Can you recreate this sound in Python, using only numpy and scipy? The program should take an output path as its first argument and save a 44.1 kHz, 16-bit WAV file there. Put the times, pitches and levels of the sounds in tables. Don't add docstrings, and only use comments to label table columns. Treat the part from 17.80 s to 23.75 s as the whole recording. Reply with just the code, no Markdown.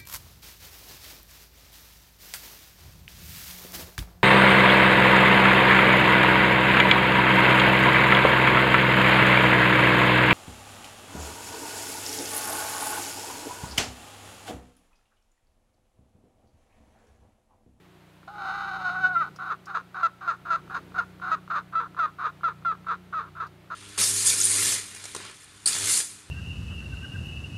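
import sys
import numpy as np
from scipy import signal
from scipy.fft import rfft, irfft
from scipy.io import wavfile
from scipy.ndimage import uniform_filter1d

SR = 44100
rng = np.random.default_rng(int(sys.argv[2]) if len(sys.argv) > 2 else 0)


def generate_wav(signal):
    frames = np.transpose(np.atleast_2d(signal))
    scaled = np.clip(frames, -1, 1) * 32767
    pcm = np.round(scaled).astype(np.int16)
    wavfile.write(sys.argv[1], SR, pcm)


N = 262395
TIME = np.arange(N) / SR
HZ = np.maximum(np.arange(N + 1) * SR / (2 * N), 1)

# (frequency [Hz], width [Hz], level [dB])
SHUT_FORMANTS = [(808, 240, -2), (1108, 200, -6), (1341, 230, 0.5), (1477, 125, 2.5), (1955, 294, -20),
                 (2304, 180, -21), (2650, 320, -26), (3000, 186, -23), (3803, 410, -20.5),
                 (4283, 230, -22.5), (4940, 610, -33), (5680, 450, -39.5), (6470, 660, -36),
                 (8410, 1500, -47.5), (12500, 6700, -57)]
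# (frequency [Hz], width [Hz], level [dB])
CLUCK_FORMANTS = [(480, 290, -20.5), (729, 156, -17), (1018, 221, -4), (1179, 212, 0.5), (1366.4, 183, 3),
                  (1563, 237, -8), (1770, 266, -16), (2100, 320, -26.5), (2500, 760, -26),
                  (3720, 640, -27.5), (4160, 370, -29.5), (4820, 650, -34.5), (5780, 500, -40),
                  (6370, 600, -35.5), (7700, 1900, -48.5), (12500, 9600, -60.5)]


def from_db(db):
    return 10 ** (np.asarray(db) / 20)


def unit_rms(x):
    return x / np.sqrt(np.mean(x ** 2) + 1e-20)


def contours(rows):
    times, *columns = np.transpose(rows)
    return [np.interp(TIME, np.maximum.accumulate(times), column) for column in columns]


def drift(hz):
    knots = rng.standard_normal(4000)
    return unit_rms(np.interp(TIME * hz, np.arange(len(knots)), knots))


def filtered(x, response):
    return irfft(rfft(x, 2 * N) * response)[:N]


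def coloured_noise(spectrum):
    hz, db = np.transpose(spectrum)
    response = from_db(np.interp(np.log(HZ), np.log(hz), db))
    return unit_rms(filtered(rng.standard_normal(N), response))


def resonator(formants, stretch=1):
    power = sum(from_db(db) ** 2 / (1 + ((HZ - stretch * hz) / (width / 1.3)) ** 2) ** 4
                for hz, width, db in formants)
    cepstrum = irfft(np.log(power + 1e-9) / 2)
    cepstrum[1:N] *= 2
    cepstrum[N + 1:] = 0
    return np.exp(rfft(cepstrum))


def impulses(times, sizes):
    at = np.clip(np.asarray(times) * SR, 0, N - 2)
    whole = at.astype(int)
    before = np.bincount(whole, sizes * (1 - at + whole), N)
    return before + np.bincount(whole + 1, sizes * (at - whole), N)


def running_rms(x, window_s):
    size = max(int(window_s * SR), 2)
    return np.sqrt(np.maximum(uniform_filter1d(uniform_filter1d(x * x, size), size), 1e-14))


def yard(rush_follows=.35):
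    # (time [s], level [dB])
    rumble_levels = [(.4, -64.5), (.7, -57), (1.4, -56.5), (1.8, -62), (2.4, -64.5), (3.0, -54), (3.6, -61),
                     (5.95, -62)]
    # (frequency [Hz], relative level [dB])
    rumble_spectrum = [(20, -22.5), (50, -7.5), (80, -22.5), (140, 1), (240, -3), (360, 1), (520, -7.5),
                       (800, -21), (1500, -42.5)]
    # (frequency [Hz], relative level [dB])
    rush_spectrum = [(200, -21.5), (600, 5), (1300, 0), (2000, -1.5), (3000, -5), (4000, -8), (5500, -15.5),
                     (8000, -17.5), (14000, -20), (16000, -26.5)]
    rumble_db, = contours(rumble_levels)
    rush_db = -59 + rush_follows * (rumble_db - rumble_db.mean())
    rumble = from_db(rumble_db + 1.8 * drift(18)) * coloured_noise(rumble_spectrum)
    rush = from_db(rush_db + .21 * drift(6.7)) * coloured_noise(rush_spectrum)
    return rumble + rush


def engine(firing_hz=30.04, waver_db=2.58, speed_drift=.00297):
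    # (time [s], level [dB])
    levels = [(.3, -57), (1.35, -52.5), (1.9, -57), (3.2, -53.5), (5.1, -54), (5.6, -53), (5.9, -57)]
    # (multiple of the firing rate, relative level [dB])
    orders = [(1, -26), (2, -14.5), (3, -8.5), (4, -8.5), (5, -4.5), (6, -2.5), (7, -20), (9, -18.5),
              (10, -14.5), (12, -13), (13, -18.5)]
    level_db, = contours(levels)
    cycles = np.cumsum(firing_hz * (1 + speed_drift * drift(2.083))) / SR
    hum = sum(from_db(db + waver_db * drift(2.5)) * np.sin(2 * np.pi * (order * cycles + rng.random()))
              for order, db in orders)
    return np.sqrt(2) * from_db(level_db) * hum


def throat_pops(trim_db=-4.5):
    # (time [s], peak level before the trim [dB])
    pops = [(0.431, -40), (1.562, -36), (2.878, -34.5), (3.12, -36.5), (3.399, -31.5), (3.678, -28.5),
            (4.147, -30), (4.61, -33), (4.824, -36), (5.046, -38), (5.303, -46), (5.875, -47)]
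    times, level_db = np.transpose(pops)
    throat = resonator(CLUCK_FORMANTS)
    return filtered(impulses(times, from_db(level_db + trim_db)), throat) / np.abs(irfft(throat)).max()


def syrinx(pitch, rough, throb_hz, throb_depth, jitter, limp, swing_db, shimmer_db, wander, air):
    rough = np.clip(rough, 0, 1)
    tremor = .012 * drift(260)
    cycles = np.cumsum(pitch * (1 + tremor + wander * rough * drift(120))) / SR
    times = np.interp(np.arange(1, int(cycles[-1])), cycles, TIME)
    pulse_rough, pulse_hz, limp, swing_db = (np.interp(times, TIME, np.broadcast_to(curve, N))
                                             for curve in (rough, pitch, limp, swing_db))
    time_scatter, size_scatter = rng.standard_normal((8000, 2))[:len(times)].T
    alternation = (-1) ** np.arange(len(times))
    scatter_db = pulse_rough ** 2 * shimmer_db * np.clip(size_scatter, -1.5, 1.5)
    sizes = from_db(pulse_rough * swing_db * alternation + scatter_db)
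    late_cycles = limp * np.sqrt(pulse_rough) * alternation + jitter * pulse_rough ** 2 * time_scatter
    pulses = impulses(times + late_cycles / pulse_hz, sizes)
    opening = 1 + np.cos(2 * np.pi * cycles)
    hiss = air * (.16 + rough) * rng.standard_normal(N) * opening
    beats = np.cumsum(throb_hz * (1 + .4076 * rough ** 2 * drift(150))) / SR
    return (pulses + hiss) * (1 + np.clip(throb_depth, 0, 1) * np.cos(2 * np.pi * beats))


def ragged_db(rough):
    return 2.6 * np.clip(rough, 0, 1) * np.clip(drift(85), -2, 1.3)


def treble_of(voice, corner_hz=2400):
    return filtered(voice, 1 / (1 + (corner_hz / HZ) ** 8))


def fluttering(treble, depth_rad=.36):
    analytic = signal.hilbert(treble, 2 ** 19)[:N]
    return np.real(analytic * np.exp(1j * depth_rad * drift(400)))


def long_call(attack_s=.005, release_s=.0089, sag_hz_per_db=1.5, clearing_per_db=.017):
    # (time [s], frequency [Hz])
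    pitches = [(.475, 741), (.52, 855), (.64, 768.4), (.77, 800.5), (.95, 765), (1.1, 727.3), (1.22, 765.5),
               (1.32, 741.3), (1.36, 696), (1.41, 692), (1.49, 302.3)]
    # (time [s], level [dB], roughness [0-1 once clipped])
    efforts = [(.475, -42.5, 0.9), (.53, -49.5, 0.52), (.63, -36, 0.82), (.82, -32, 0.63),
               (.97, -35.5, 0.7), (1.12, -37, 0.6), (1.43, -34, .33), (1.485, -42, 1.17)]
    # (time [s], half length [s], gain [dB], brightening [dB])
    surges = [(1.076, 0.031, 12.5, 3.5), (1.177, 0.03, 9, -4), (1.252, 0.021, 20.5, 2),
              (1.313, 0.022, 8, -16), (1.369, 0.019, 15.5, -4), (1.415, .018, 13, 1)]
    pitch, = contours(pitches)
    effort_db, rough = contours(efforts)
    push_db = effort_db - np.mean([db for _, db, _ in efforts])
    surge_db = sum(db * np.exp(-((TIME - s) / half_s) ** 2) for s, half_s, db, _ in surges)
    bright_db = sum(db * np.exp(-((TIME - s) / half_s) ** 2) for s, half_s, _, db in surges)
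    rough = np.clip(rough - clearing_per_db * surge_db, 0, 1)
    pitch = pitch - sag_hz_per_db * surge_db
    puffs_db = 2 * rough * np.clip(drift(70), -2, 1.5)
    sunk_db = np.clip(.4 * (715 - pitch), 0, 11.5)
    fundamental_db = -42.5 + .33 * (push_db + surge_db) - sunk_db
    treble_db = -56 + .98 * push_db + .27 * surge_db + bright_db - sunk_db / 2
    pulses = syrinx(pitch, rough, throb_hz=125, throb_depth=.45 * rough ** 2, jitter=.19,
                    limp=.06, swing_db=7.5, shimmer_db=3.5, wander=.028, air=.028)
    voice = filtered(pulses, resonator(SHUT_FORMANTS))
    low = filtered(voice, 1 / (1 + (HZ / 930) ** 24))
    treble = treble_of(voice)
    bands = [(low, fundamental_db, .015),
             (voice - low - treble, effort_db + surge_db, .011),
             (fluttering(treble), treble_db, .025)]
    call = sum(from_db(db) * band / running_rms(band, window_s) for band, db, window_s in bands)
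    start, end = efforts[0][0], efforts[-1][0]
    gate = np.clip((TIME - start) / attack_s, 0, 1) * np.clip(1 + (end - TIME) / release_s, 0, 1)
    return gate * from_db(puffs_db + .7 * ragged_db(rough)) * call


def ticks(attack_s=.0012, decay_s=.006, ring_q=7.6, scratch_db=-26.5):
    # (time [s], level before filtering [dB], resonance [Hz])
    bursts = [(1.56, -33.5, 5430), (1.856, -32.5, 5300), (5.667, -37.5, 4503)]
    out = np.zeros(N)
    for start, level_db, hz in bursts:
        age = np.maximum(TIME - start, 0)
        envelope = (1 - np.exp(-age / attack_s)) * np.exp(-age / decay_s)
        burst = envelope * rng.standard_normal(N) + 1e-18
        ring = signal.lfilter(*signal.iirpeak(hz, ring_q, fs=SR), burst)
        out += from_db(level_db) * (ring + from_db(scratch_db) * burst)
    return out


def cluck_gesture(start, crack, fall, creak_s, hz, fall_hz, lead_db, core_db, creak_db, rough, beak):
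    snap_s, release_s = .0025, .02
    drop_hz_per_s, sag_hz_per_s = 600, 350
    lead_s, end = crack - start, fall + creak_s
    late_hz = hz + drop_hz_per_s * lead_s
    early_hz = late_hz + sag_hz_per_s * lead_s
    end_hz = .52 * fall_hz
    hoarse = np.clip(.15 * (-24.5 - lead_db), 0, .784)
    shut = np.clip(5.6 * lead_s, 0, 1)
    bright_db = -2.5 + 2.5 * beak + 2.5 * rough
    throb_hz = 116 + 114.6 * rough
    # (roughness [0-1], treble gain [dB], throb depth [0-1], shut share [0-1], throb rate [Hz])
    lead = (hoarse, bright_db - 3, .2, shut, throb_hz)
    core = (rough, bright_db, .11 + .43 * rough, 0, throb_hz)
    creak = (.6106, bright_db, .3, 0, 112.1)
    # (time [s], level [dB], pitch [Hz], timbre...)
    rows = [(start - 2 * snap_s, -90, early_hz, *lead),
            (start, lead_db - 3, early_hz, *lead),
            (start + .25 * lead_s, lead_db, early_hz, *lead),
            (crack - snap_s, lead_db + .5, late_hz, *lead),
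            (crack + snap_s, core_db + .5, hz, *core),
            ((crack + fall) / 2, core_db + 1, (hz + fall_hz) / 2, *core),
            (fall - snap_s, core_db - .5, fall_hz, *core),
            (fall + snap_s, creak_db, .75 * fall_hz, *creak),
            (end, creak_db - 16.5, end_hz, *creak),
            (end + release_s, -90, end_hz, *creak)]
    return [(*row, beak) for row in rows]


def cackle(lead_fundamental_db=-9):
    # (start [s], break [s], fall [s], creak length [s], pitch at break [Hz], pitch at fall [Hz],
    # lead-in level [dB], core level [dB], creak level [dB], roughness [0-1], beak opening [0-1])
    clucks = [(1.588, 1.701, 1.719, 0.032, 641.4, 603, -34, -27, -25, 0.48, 0.35),
              (1.87, 1.947, 1.971, 0.041, 696.4, 659, -38, -28, -25.5, 0.61, 0.73),
              (2.145, 2.229, 2.271, 0.027, 672.4, 659.6, -35.5, -20, -34, 0.09, 0.72),
              (2.41, 2.476, 2.512, 0.047, 686.6, 644, -37.5, -24, -29, 0.3, 0.9),
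              (2.653, 2.704, 2.763, 0.036, 658.7, 666.5, -35.5, -23, -35.5, 0.23, 0.92),
              (2.899, 2.945, 2.963, 0.032, 728, 699, -39.5, -30.5, -25, .67, 1),
              (3.144, 3.182, 3.202, 0.04, 710, 696.4, -33.5, -21.5, -27.5, 0.14, 1),
              (3.417, 3.516, 3.552, 0.04, 642.4, 631.6, -30, -22, -37, 0.26, 0.8),
              (3.701, 3.754, 3.79, .031, 622.6, 600.7, -28.5, -27.5, -30, 0.52, 0.58),
              (3.926, 3.952, 4, 0.071, 650.3, 680, -36, -22.5, -26, .06, 0),
              (4.167, 4.19, 4.262, .04, 695, 595, -33, -24, -33, .25, .3),
              (4.386, 4.442, 4.467, .035, 657.7, 618.2, -32, -27, -23, 0.75, 0.22),
              (4.634, 4.642, 4.683, .042, 701.6, 635.8, -28, -23.5, -25, .11, .15),
              (4.85, 4.859, 4.918, 0.037, 689.7, 637.4, -27.5, -24.5, -29.5, 0.02, 0.02),
              (5.066, 5.084, 5.117, 0.041, 657, 656, -34, -25.5, -24.5, 0.45, 0.18),
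              (5.327, 5.348, 5.4, 0.089, 657, 607, -29.5, -28, -33.5, .2, .25),
              (5.552, 5.6, 5.623, 0.051, 647, 636.2, -42.5, -29, -31, .34, 0.43),
              (5.903, 5.919, 5.945, 0.019, 650, 667, -37, -32, -44, .4, 1)]
    # (frequency [Hz], gain [dB])
    narrow_beak = [(450, 1.5), (660, -8), (850, -6), (1200, 1), (2600, 0), (3700, 1.5), (6000, -6),
                   (12000, -4.5)]
    gestures = [row for cluck in clucks for row in cluck_gesture(*cluck)]
    level_db, pitch, rough, bright_db, throb_depth, shut, throb_hz, beak = contours(gestures)
    pulses = syrinx(pitch, rough, throb_hz, throb_depth, jitter=.17, limp=.035 + .023 * shut,
                    swing_db=2.5 + 4.2 * shut, shimmer_db=1.5, wander=.045, air=.047)
    narrowing = from_db(np.interp(HZ, *np.transpose(narrow_beak)))
    thinning = from_db(np.interp(HZ, [800, 1050], [lead_fundamental_db, 0]))
    open_voice = filtered(pulses, resonator(CLUCK_FORMANTS, stretch=1.02))
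    narrow_voice = filtered(pulses, resonator(CLUCK_FORMANTS, stretch=.97) * narrowing)
    shut_voice = filtered(pulses, resonator(SHUT_FORMANTS) * thinning)
    voice = (1 - shut) * (beak * open_voice + (1 - beak) * narrow_voice) + shut * shut_voice
    voice /= running_rms(voice, window_s=.012)
    treble = treble_of(voice)
    envelope = from_db(level_db + ragged_db(rough))
    return envelope * (voice - treble + from_db(bright_db) * fluttering(treble))


def surroundings(direct, tail_db=-31, t60_s=.69):
    # (delay [s], level [dB])
    echoes = [(.0065, -18), (.017, -25), (.092, -40)]
    delays, echo_db = np.transpose(echoes)
    scatter = rng.standard_normal(N) * from_db(-60 * TIME / t60_s) * (TIME > .01)
    response = impulses(delays, from_db(echo_db)) + from_db(tail_db) * scatter / np.linalg.norm(scatter)
    return direct + filtered(direct, rfft(response, 2 * N))


def scene():
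    near = long_call() + cackle() + throat_pops() + ticks()
    return (surroundings(near) + engine() + yard())[None]


def record(dry):
    cutoff_hz = 15700
    return signal.sosfilt(signal.ellip(12, .1, 90, cutoff_hz, fs=SR, output="sos"), dry)


dry = scene()
out = record(dry)
generate_wav(out)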